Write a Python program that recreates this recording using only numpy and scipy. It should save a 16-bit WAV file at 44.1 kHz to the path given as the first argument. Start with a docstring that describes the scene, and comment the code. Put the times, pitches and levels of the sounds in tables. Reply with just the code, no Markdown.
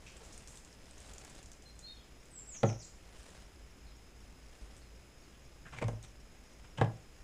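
"""Three eggs into a carton

Eggs are set one by one into a pulp carton on a shelf in a small storeroom. Each shell scrapes into
its cup and lands with a hollow knock that makes the shelf boom. A jacket rustles and ticks, a small
bird sings one phrase outside, another chirps far off, and electronics hiss and whine faintly."""
import sys
import numpy as np
from scipy import signal
from scipy.fft import rfft, irfft
from scipy.io import wavfile
from scipy.ndimage import uniform_filter1d

SR = 44100
rng = np.random.default_rng(int(sys.argv[2]) if len(sys.argv) > 2 else 0)


def generate_wav(signal):
    """Clip the signal to [-1, 1] and save it as 16-bit WAV at the path in sys.argv[1]."""
    frames = np.transpose(np.atleast_2d(signal))
    scaled = np.clip(frames, -1, 1) * 32767
    pcm = np.round(scaled).astype(np.int16)
    wavfile.write(sys.argv[1], SR, pcm)


N = 318843
TIME_S = np.arange(N) / SR
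EVENT_N = SR // 2
AGE_S = np.arange(EVENT_N) / SR   # time since an event's onset


def from_db(db):
    """Decibels to gain."""
    return 10 ** (np.asarray(db) / 20)


def unit_rms(x):
    """Scale to unit rms."""
    return x / np.sqrt(np.mean(x ** 2) + 1e-20)


def rise(tau_s):
    """Exponential attack."""
    return 1 - np.exp(-AGE_S / tau_s)


def decay(t60_s):
    """Exponential decay."""
    return np.exp(-np.log(1000) * AGE_S / t60_s)


def add(out, time_s, sound):
    """Mix a sound in at time_s."""
    at = max(0, round(time_s * SR))
    out[at:at + len(sound)] += sound[:N - at]


def lowpass(x, cutoff_hz):
    """Second-order low-pass."""
    return signal.sosfilt(signal.butter(2, cutoff_hz, fs=SR, output="sos"), x)


def colour_gain(colour, size):
    """Gain per FFT bin from (frequency [Hz], level [dB]) points."""
    hz, db = np.transpose(colour)
    bins_hz = np.maximum(np.fft.rfftfreq(size, 1 / SR), 1)
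    return from_db(np.interp(np.log(bins_hz), np.log(hz), db))


def noise(colour, size):
    """Unit-rms coloured noise."""
    return unit_rms(irfft(rfft(rng.standard_normal(size)) * colour_gain(colour, size), size))


def band_noise(hz, width_hz, size=EVENT_N):
    """Unit-rms noise in one steep-sided resonance."""
    offset = (np.fft.rfftfreq(size, 1 / SR) - hz) / width_hz
    return unit_rms(irfft(rfft(rng.standard_normal(size)) / (1 + offset ** 2), size))


def pitched_noise(colour, hz, width_ratio, band_db):
    """Unit-rms coloured noise with one resonance standing out."""
    return unit_rms(noise(colour, EVENT_N) + from_db(band_db) * band_noise(hz, width_ratio * hz))


def grain(depth_db, rate_hz, size):
    """Randomly flickering gain."""
    steps = np.arange(size)
    return from_db(depth_db * np.interp(steps / SR * rate_hz, steps, rng.standard_normal(size)))


def recolour(burst, colour, smooth_bins, length_s=0.35):
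    """Flatten a burst's spectrum, then colour and truncate it at equal energy."""
    spectrum = rfft(burst)
    magnitude = np.sqrt(uniform_filter1d(np.abs(spectrum) ** 2, smooth_bins) + 1e-18)
    out = irfft(spectrum / magnitude * colour_gain(colour, EVENT_N), EVENT_N) * (AGE_S < length_s)
    return out * np.linalg.norm(burst) / np.linalg.norm(out)


# Room rumble and microphone hiss: (frequency [Hz], relative density [dB])
FLOOR_COLOUR = [(20, -1), (50, -6), (85, -8.5), (200, -13), (450, -17.5), (1000, -25.5), (2500, -25.5),
                (4500, -35.5), (7200, -30.5), (9300, -45.5), (10150, -40), (11200, -41.5), (12400, -43),
                (15300, -44.5)]
# Room and electronics drones: (frequency [Hz], width [Hz], level [dB])
DRONE_BANDS = [(54.6, 8.1, -59.5), (5090, 114, -74.5), (6600, 14, -80.5), (10200, 280, -83),
               (13124, 9.1, -100)]


def background(floor_db=-58, pip_db=-66, pip_hz=5572, pip_s=0.022, period_s=0.25, offset_s=0.2):
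    """Rumble, hiss, steady drones and a faint pulsing electrical whine."""
    drones = sum(from_db(db) * band_noise(hz, width_hz, N) for hz, width_hz, db in DRONE_BANDS)
    pip_gate = np.sin(np.pi * np.minimum((TIME_S - offset_s) % period_s / pip_s, 1))
    pips = pip_gate * np.sin(2 * np.pi * pip_hz * TIME_S)
    return from_db(floor_db) * noise(FLOOR_COLOUR, N) + drones + from_db(pip_db) * pips


# Room echo spectrum: (frequency [Hz], relative level [dB])
ECHO_COLOUR = [(40, -25), (170, -1.5), (300, 1), (700, -1.5), (2000, 0.5), (8000, 0)]


def storeroom(dry, wet_db, treble_t60_s, bass_t60_s=0.3, crossover_hz=1300, predelay_s=0.004):
    """Direct sound plus a short two-band room echo with little deep bass."""
    echoes = rng.standard_normal(EVENT_N) * (AGE_S > predelay_s)
    bass = lowpass(lowpass(echoes, crossover_hz)[::-1], crossover_hz)[::-1]   # zero phase
    tail = bass * decay(bass_t60_s) + (echoes - bass) * decay(treble_t60_s)
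    tail = recolour(tail, ECHO_COLOUR, smooth_bins=24)
    return dry + from_db(wet_db) * signal.fftconvolve(dry, tail / np.linalg.norm(tail))[:N]


# Distant chirps: (time [s], pitch [Hz], level [dB])
FAR_BIRD_CHIRPS = [(3.86, 4250, -64), (3.91, 3450, -71), (4.80, 4550, -64), (5.22, 4700, -67),
                   (5.319, 3350, -64.5), (6.035, 6150, -61), (6.5, 6200, -64)]


def far_bird(width_hz=270, rise_s=0.016, t60_s=0.31, fall_per_s=1.4):
    """Distance smears each chirp into a soft, sinking band."""
    out = np.zeros(N)
    for time_s, hz, db in FAR_BIRD_CHIRPS:
        pitch_hz = hz * np.exp(-fall_per_s * AGE_S)
        glide = np.sqrt(2) * np.sin(2 * np.pi * np.cumsum(pitch_hz) / SR)
        add(out, time_s, from_db(db) * glide * band_noise(0, width_hz) * rise(rise_s) * decay(t60_s))
    return out


# Song phrase: (time [s], length [s], start pitch [Hz], end pitch [Hz], end level re gain_db [dB],
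# swell [dB], pitch waver [ratio])
SONG_NOTES = [(1.651, 0.029, 4164, 4126, -57.5, 2, 0.0045), (1.822, 0.051, 4090, 4316, -51, 6, 0.0093),
              (1.886, 0.039, 4330, 4230, -58, 0, .005), (1.862, 0.054, 3690, 3724, -55, 8, 0.0055),
              (1.95, 0.064, 3410, 3260, -67.5, 6, 0.03), (2.298, 0.1, 8300, 7370, -48, 19, 0.012),
              (2.468, .114, 7930, 5670, -51.5, 2, .016), (2.646, 0.056, 6960, 5270, -53.5, -4.5, 0.012),
              (2.786, 0.046, 6660, 4030, -63.5, -12, 0.071), (2.811, 0.041, 8000, 6970, -54, 8, 0.052)]


def near_bird(gain_db=-1.5, glide_power=1.25, waver_hz=95, edge_s=0.012, flutter_db=2.2, flutter_hz=45):
    """Fluttering whistles: a few near-level notes, then falling ones that end hoarsely."""
    out = np.zeros(N)
    for time_s, length_s, start_hz, end_hz, end_db, swell_db, waver_ratio in SONG_NOTES:
        progress = np.minimum(AGE_S / length_s, 1)
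        waver = 1 + waver_ratio * band_noise(waver_hz, width_hz=135)
        pitch_hz = (start_hz + (end_hz - start_hz) * progress ** glide_power) * waver
        whistle = np.sqrt(2) * np.sin(2 * np.pi * np.cumsum(pitch_hz) / SR)
        gate = np.clip(np.minimum(AGE_S, length_s + edge_s - AGE_S) / edge_s, 0, 1)
        level_db = end_db - swell_db * (1 - progress) + flutter_db * band_noise(flutter_hz, flutter_hz)
        add(out, time_s, from_db(gain_db + level_db) * gate * whistle)
    return out


# Sleeve brushing the jacket: (time [s], length [s], level [dB])
SLEEVE_STROKES = [(0.0, 0.62, -60), (0.65, 0.31, -64), (0.957, 0.49, -58), (3.025, 0.42, -60),
                  (4.427, 0.37, -65)]


def sleeve_envelope(rest_db=-68.5, ease_power=0.16):
    """Cloth stirs at rest and swells with each arm move."""
    envelope = np.full(N, from_db(rest_db))
    for time_s, length_s, db in SLEEVE_STROKES:
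        progress = np.clip((TIME_S - time_s) / length_s, 0, 1)
        hump = np.abs(np.sin(np.pi * progress)) ** ease_power
        envelope = np.hypot(envelope, from_db(db) * hump)
    return envelope


# Clear fabric and zip snaps: (time [s], level [dB], pitch [Hz])
CLEAR_SNAPS = [(0.0665, -58, 4440), (.121, -59, 8500), (0.169, -50, 7970), (0.3254, -56, 6210),
               (0.3777, -45, 8500), (0.4745, -48, 6160), (0.481, -49, 7640), (0.556, -50, 7680),
               (0.573, -46.5, 7400), (0.6485, -50, 7060), (.7282, -55, 5090), (.8185, -61, 6690),
               (0.856, -56, 5500), (0.9105, -52.5, 8000), (0.9802, -50.5, 6270), (1.0033, -50, 8100),
               (1.077, -52.5, 7100), (1.1363, -48, 7300), (1.1822, -46.5, 7040), (1.2486, -49, 6900),
               (1.2974, -47.5, 7500), (1.353, -53, 7750), (1.429, -52, 6700), (1.4594, -51, 6520),
               (1.517, -48, 6250), (1.533, -55, 6360), (1.6227, -51, 6470), (1.755, -59, 7800),
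               (1.7915, -46, 7200), (2.256, -57.5, 6540), (4.766, -52, 7900), (4.778, -58, 8300),
               (5.882, -46.5, 6340), (6.0284, -50.5, 6300)]
# Snap spectrum: (frequency [Hz], relative density [dB])
SNAP_COLOUR = [(1000, -13), (3000, -5), (5000, -4), (6300, 1.5), (7800, 3.5), (10000, -5.5), (12000, -23),
               (15000, -45)]


def snaps(rubbing, crack_t60_s=0.0087, rustle_db=-12, rustle_t60_s=0.11, small_per_s=26, small_db=-1.5):
    """Folds and zip crack, then rustle; small random snaps scale with the rubbing."""
    out = np.zeros(N)
    shape = decay(crack_t60_s) + from_db(rustle_db) * decay(rustle_t60_s)
    for time_s, db, hz in CLEAR_SNAPS:
        snap = pitched_noise(SNAP_COLOUR, hz, width_ratio=0.093, band_db=0.5) * shape
        add(out, time_s, from_db(db) * snap)
    triggers = (rng.random(N) < small_per_s / SR) * rubbing * from_db(small_db)
    return out + noise(SNAP_COLOUR, N) * signal.fftconvolve(triggers, shape)[:N]


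# Rubbing cloth spectrum: (frequency [Hz], relative density [dB])
SWISH_COLOUR = [(100, 14.5), (250, 6.5), (550, 7.5), (1200, 1), (3000, -1), (5000, -3.5), (7500, -5),
                (10000, -8.5), (12500, -29), (15000, -32)]
# Soft cloth scuffs and one low thud as the body shifts: (time [s], t60 [s], level [dB], centre [Hz],
# width / centre [ratio])
BODY_SHIFTS = [(0.06, 0.31, -53, 2580, .23), (.066, 0.23, -55.5, 5840, .23), (.2, 0.32, -55.5, 500, 1.2),
               (0.231, 0.33, -58, 6900, .23), (0.319, 0.26, -54.5, 6400, 0.22),
               (0.481, 0.71, -58.5, 7460, .23), (1.803, .15, -60, 6800, .23), (3.176, 0.16, -59, 7650, .23),
               (4.612, 0.33, -46, 49.3, .23)]


def jacket(crinkle_db=4, folds_per_s=300, shift_rise_s=0.007):
    """Rubbing cloth swishes unevenly, with snaps, soft scuffs and one low thud."""
    rubbing = sleeve_envelope()
    crinkle = grain(crinkle_db, folds_per_s, N)
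    out = rubbing * unit_rms(noise(SWISH_COLOUR, N) * crinkle) + snaps(rubbing)
    for time_s, t60_s, db, hz, width_ratio in BODY_SHIFTS:
        burst = band_noise(hz, width_ratio * hz) * rise(shift_rise_s) * decay(t60_s)
        add(out, time_s, from_db(db) * burst)
    return out


# Shell or fingers sliding on pulp: (time [s], length [s], level [dB], cutoff [Hz], rasp pitch [Hz],
# rasp re rub [dB])
PULP_SLIDES = [(2.54, 0.035, -53.5, 5970, 2820, -9), (5.652, 0.041, -51.5, 2770, 1620, -2),
               (5.723, 0.034, -46.5, 3200, 1600, -13), (5.758, 0.043, -48.5, 3800, 2300, -13),
               (5.816, 0.017, -46.5, 5000, 2190, -1), (6.03, 0.027, -54.5, 8950, 3800, -9),
               (6.641, 0.024, -58.5, 4020, 1520, -7.5), (6.774, 0.015, -44, 3720, 2900, -4),
               (6.785, 0.029, -45.5, 2710, 826, -2)]
# Dry rub spectrum: (frequency [Hz], relative density [dB])
RUB_COLOUR = [(80, 8), (130, 17.5), (300, -6), (600, 2.5), (1100, 1.5), (1600, -2), (2400, 1), (3200, -1),
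              (4500, -10.5), (8000, 3), (12000, -18)]


def scrapes(grain_db=3, slips_per_s=600):
    """Rough pulp catches and releases the shell; the tiny slips set the cup wall rasping."""
    out = np.zeros(N)
    for time_s, length_s, db, cutoff_hz, rasp_hz, rasp_db in PULP_SLIDES:
        slips = grain(grain_db, slips_per_s, EVENT_N)
        rasp = pitched_noise(RUB_COLOUR, rasp_hz, width_ratio=0.15, band_db=rasp_db) * slips
        stroke = np.sqrt(np.abs(np.sin(np.pi * np.minimum(AGE_S / length_s, 1))))
        add(out, time_s, from_db(db) * unit_rms(lowpass(rasp, cutoff_hz)) * stroke)
    return out


def ring(modes, cup, rise_cycles, scatter_db, bend=1):
    """Struck modes with a relative pitch bend; strengths vary by cup and from blow to blow."""
    out = np.zeros(EVENT_N)
    phase_per_hz = 2 * np.pi * np.cumsum(bend * np.ones(EVENT_N)) / SR
    for k, (hz, t60_s, *cup_db) in enumerate(modes):
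        polarity = (-1) ** (k // 2)
        strength = polarity * from_db(cup_db[cup] + scatter_db * rng.standard_normal())
        out += strength * rise(rise_cycles / hz) * decay(t60_s) * np.sin(hz * phase_per_hz)
    return out


# Shelf modes: (frequency [Hz], t60 [s], gain from cup 1 [dB], cup 2 [dB], cup 3 [dB])
SHELF_MODES = [(47.2, 0.4, -23, -13, -25), (103.8, 0.17, -5, -1, -3), (111.8, 0.29, -2, 1.5, -3.5),
               (126, .2, -5, -19, -1.5), (136, 0.22, -2.5, -25, -4), (160, 0.17, 1, -11, 0),
               (204.8, 0.45, -5, -21, -18), (232, 0.19, -13, -17, -13.5), (280, 0.046, -13, -18, -8)]


def shelf_boom(cup):
    """The egg's weight drives the shelf; each cup sits at its own spot on every mode."""
    return ring(SHELF_MODES, cup, rise_cycles=0.32, scatter_db=0.5)


# Dense, damped pulp vibration: (frequency [Hz], relative density [dB])
PULP_COLOUR = [(50, -32), (110, 11.5), (200, 3.5), (350, -5), (550, 2.5), (800, -4), (1200, -8.5),
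               (2000, -11), (3500, -13.5), (8000, -24)]


def pulp_clop(gain_db=3.5, t60_s=0.056, give_s=0.0004):
    """The pulp gives under the egg with a dry clop."""
    burst = rng.standard_normal(EVENT_N) * decay(t60_s)
    return from_db(gain_db) * recolour(burst, PULP_COLOUR, smooth_bins=30) * rise(give_s)


# Cup and lid modes: (frequency [Hz], t60 [s], gain from cup 1 [dB], cup 2 [dB], cup 3 [dB])
CARTON_MODES = [(344.5, 0.17, -9, -28, -25), (436.6, 0.18, -6.5, -12, -12), (489, 0.033, -18, 5.5, -6),
                (545, 0.069, -0.5, -11, -12), (609, 0.26, -22, -14, -20), (687, 0.094, -17, -28, -12),
                (750, 0.12, -11, -35, -7.5), (790, 0.11, -12, -15, -14), (860, 0.034, -16, -9, 0.5),
                (980, 0.081, -26, -28, -9), (1051, 0.079, -10, -10.5, -9.5), (1190, 0.068, -21, -20, -39),
                (1306, 0.075, -7.5, -34, -40), (1545, 0.029, -32, -15, 2.5), (1670, 0.014, -33, -21, 1),
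                (1926, 0.025, -10, -28, -14), (2330, 0.04, -31, -12, -25)]


def carton_walls(cup, sharp_ratio=0.064, relax_s=0.012, wobble_ratio=0.022, rock_hz=25):
    """Dented walls ring sharp, relax, and waver as the egg rocks."""
    bend = 1 + sharp_ratio * np.exp(-AGE_S / relax_s) + wobble_ratio * band_noise(0, rock_hz)
    return ring(CARTON_MODES, cup, rise_cycles=0.7, scatter_db=0.8, bend=bend)


# Eggshell click spectrum: (frequency [Hz], relative density [dB])
SHELL_COLOUR = [(500, 0), (1200, -3), (2200, 14.5), (3200, 3), (4500, 0), (8000, -2.5), (10500, -14),
                (12000, -41), (15000, -44)]


def shell_click(hz, t60_s=0.025):
    """The struck shell gives a brief, pitched click."""
    return pitched_noise(SHELL_COLOUR, hz, width_ratio=0.16, band_db=-3) * decay(t60_s)


# Egg-carton contacts, one group per egg: (time [s], level [dB], carton cutoff [Hz],
# relative boom [dB], relative click [dB], click pitch [Hz])
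EGG_CONTACTS = [
    [(2.6315, -30.5, 1700, -16, -4, 3500), (2.6338, -23, 1010, -1, -28, 3000),
     (2.661, -42, 600, 7.5, -12, 2200), (2.690, -45, 1100, -1, -1.5, 2980),
     (2.699, -43.5, 1100, 0, -3, 2300), (2.728, -51.5, 1210, -3, 0, 2800)],
    [(5.7865, -55, 2500, -11, 12.5, 2250), (5.8148, -39.5, 2000, -11, -13, 2300),
     (5.8235, -32.5, 1450, -4, -11, 2200), (5.8275, -43, 1500, -1, -10, 2500),
     (5.841, -48, 900, 20, 6, 2270), (5.883, -35.5, 1150, 2.5, -10, 1600), (5.931, -47, 750, 4, -14, 1600)],
    [(6.7835, -39.5, 1300, 2, -8, 3020), (6.8125, -22, 1370, -4, -15, 3370),
     (6.8195, -37.5, 1400, -4, -4, 1900), (6.8305, -44.5, 900, 12.5, -12, 1900),
     (6.8445, -40.5, 1300, -6, -7, 2900), (6.874, -48, 800, -8, -18, 1900)],
]


def knocks():
    """Each egg lands in several contacts, each exciting carton, shelf and shell."""
    out = np.zeros(N)
    for cup, contacts in enumerate(EGG_CONTACTS):
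        for time_s, db, cutoff_hz, boom_db, click_db, click_hz in contacts:
            carton = lowpass(pulp_clop() + carton_walls(cup), cutoff_hz)
            boom = from_db(boom_db) * shelf_boom(cup)
            click = from_db(click_db) * shell_click(click_hz)
            add(out, time_s, from_db(db) * (carton + boom + click))
    return out


def scene():
    """Mono mix: eggs and jacket close, birds more reverberant."""
    eggs = storeroom(knocks() + scrapes(), wet_db=-9, treble_t60_s=0.2)
    cloth = storeroom(jacket(), wet_db=-8, treble_t60_s=0.39)
    birds = storeroom(near_bird(), wet_db=0.5, treble_t60_s=0.35) + far_bird()
    return (eggs + cloth + birds + background())[None]


def record(dry, cutoff_hz=15400):
    """Steep elliptic low-pass."""
    return signal.sosfilt(signal.ellip(10, 0.1, 80, cutoff_hz, fs=SR, output="sos"), dry)


dry = scene()
out = record(dry)
generate_wav(out)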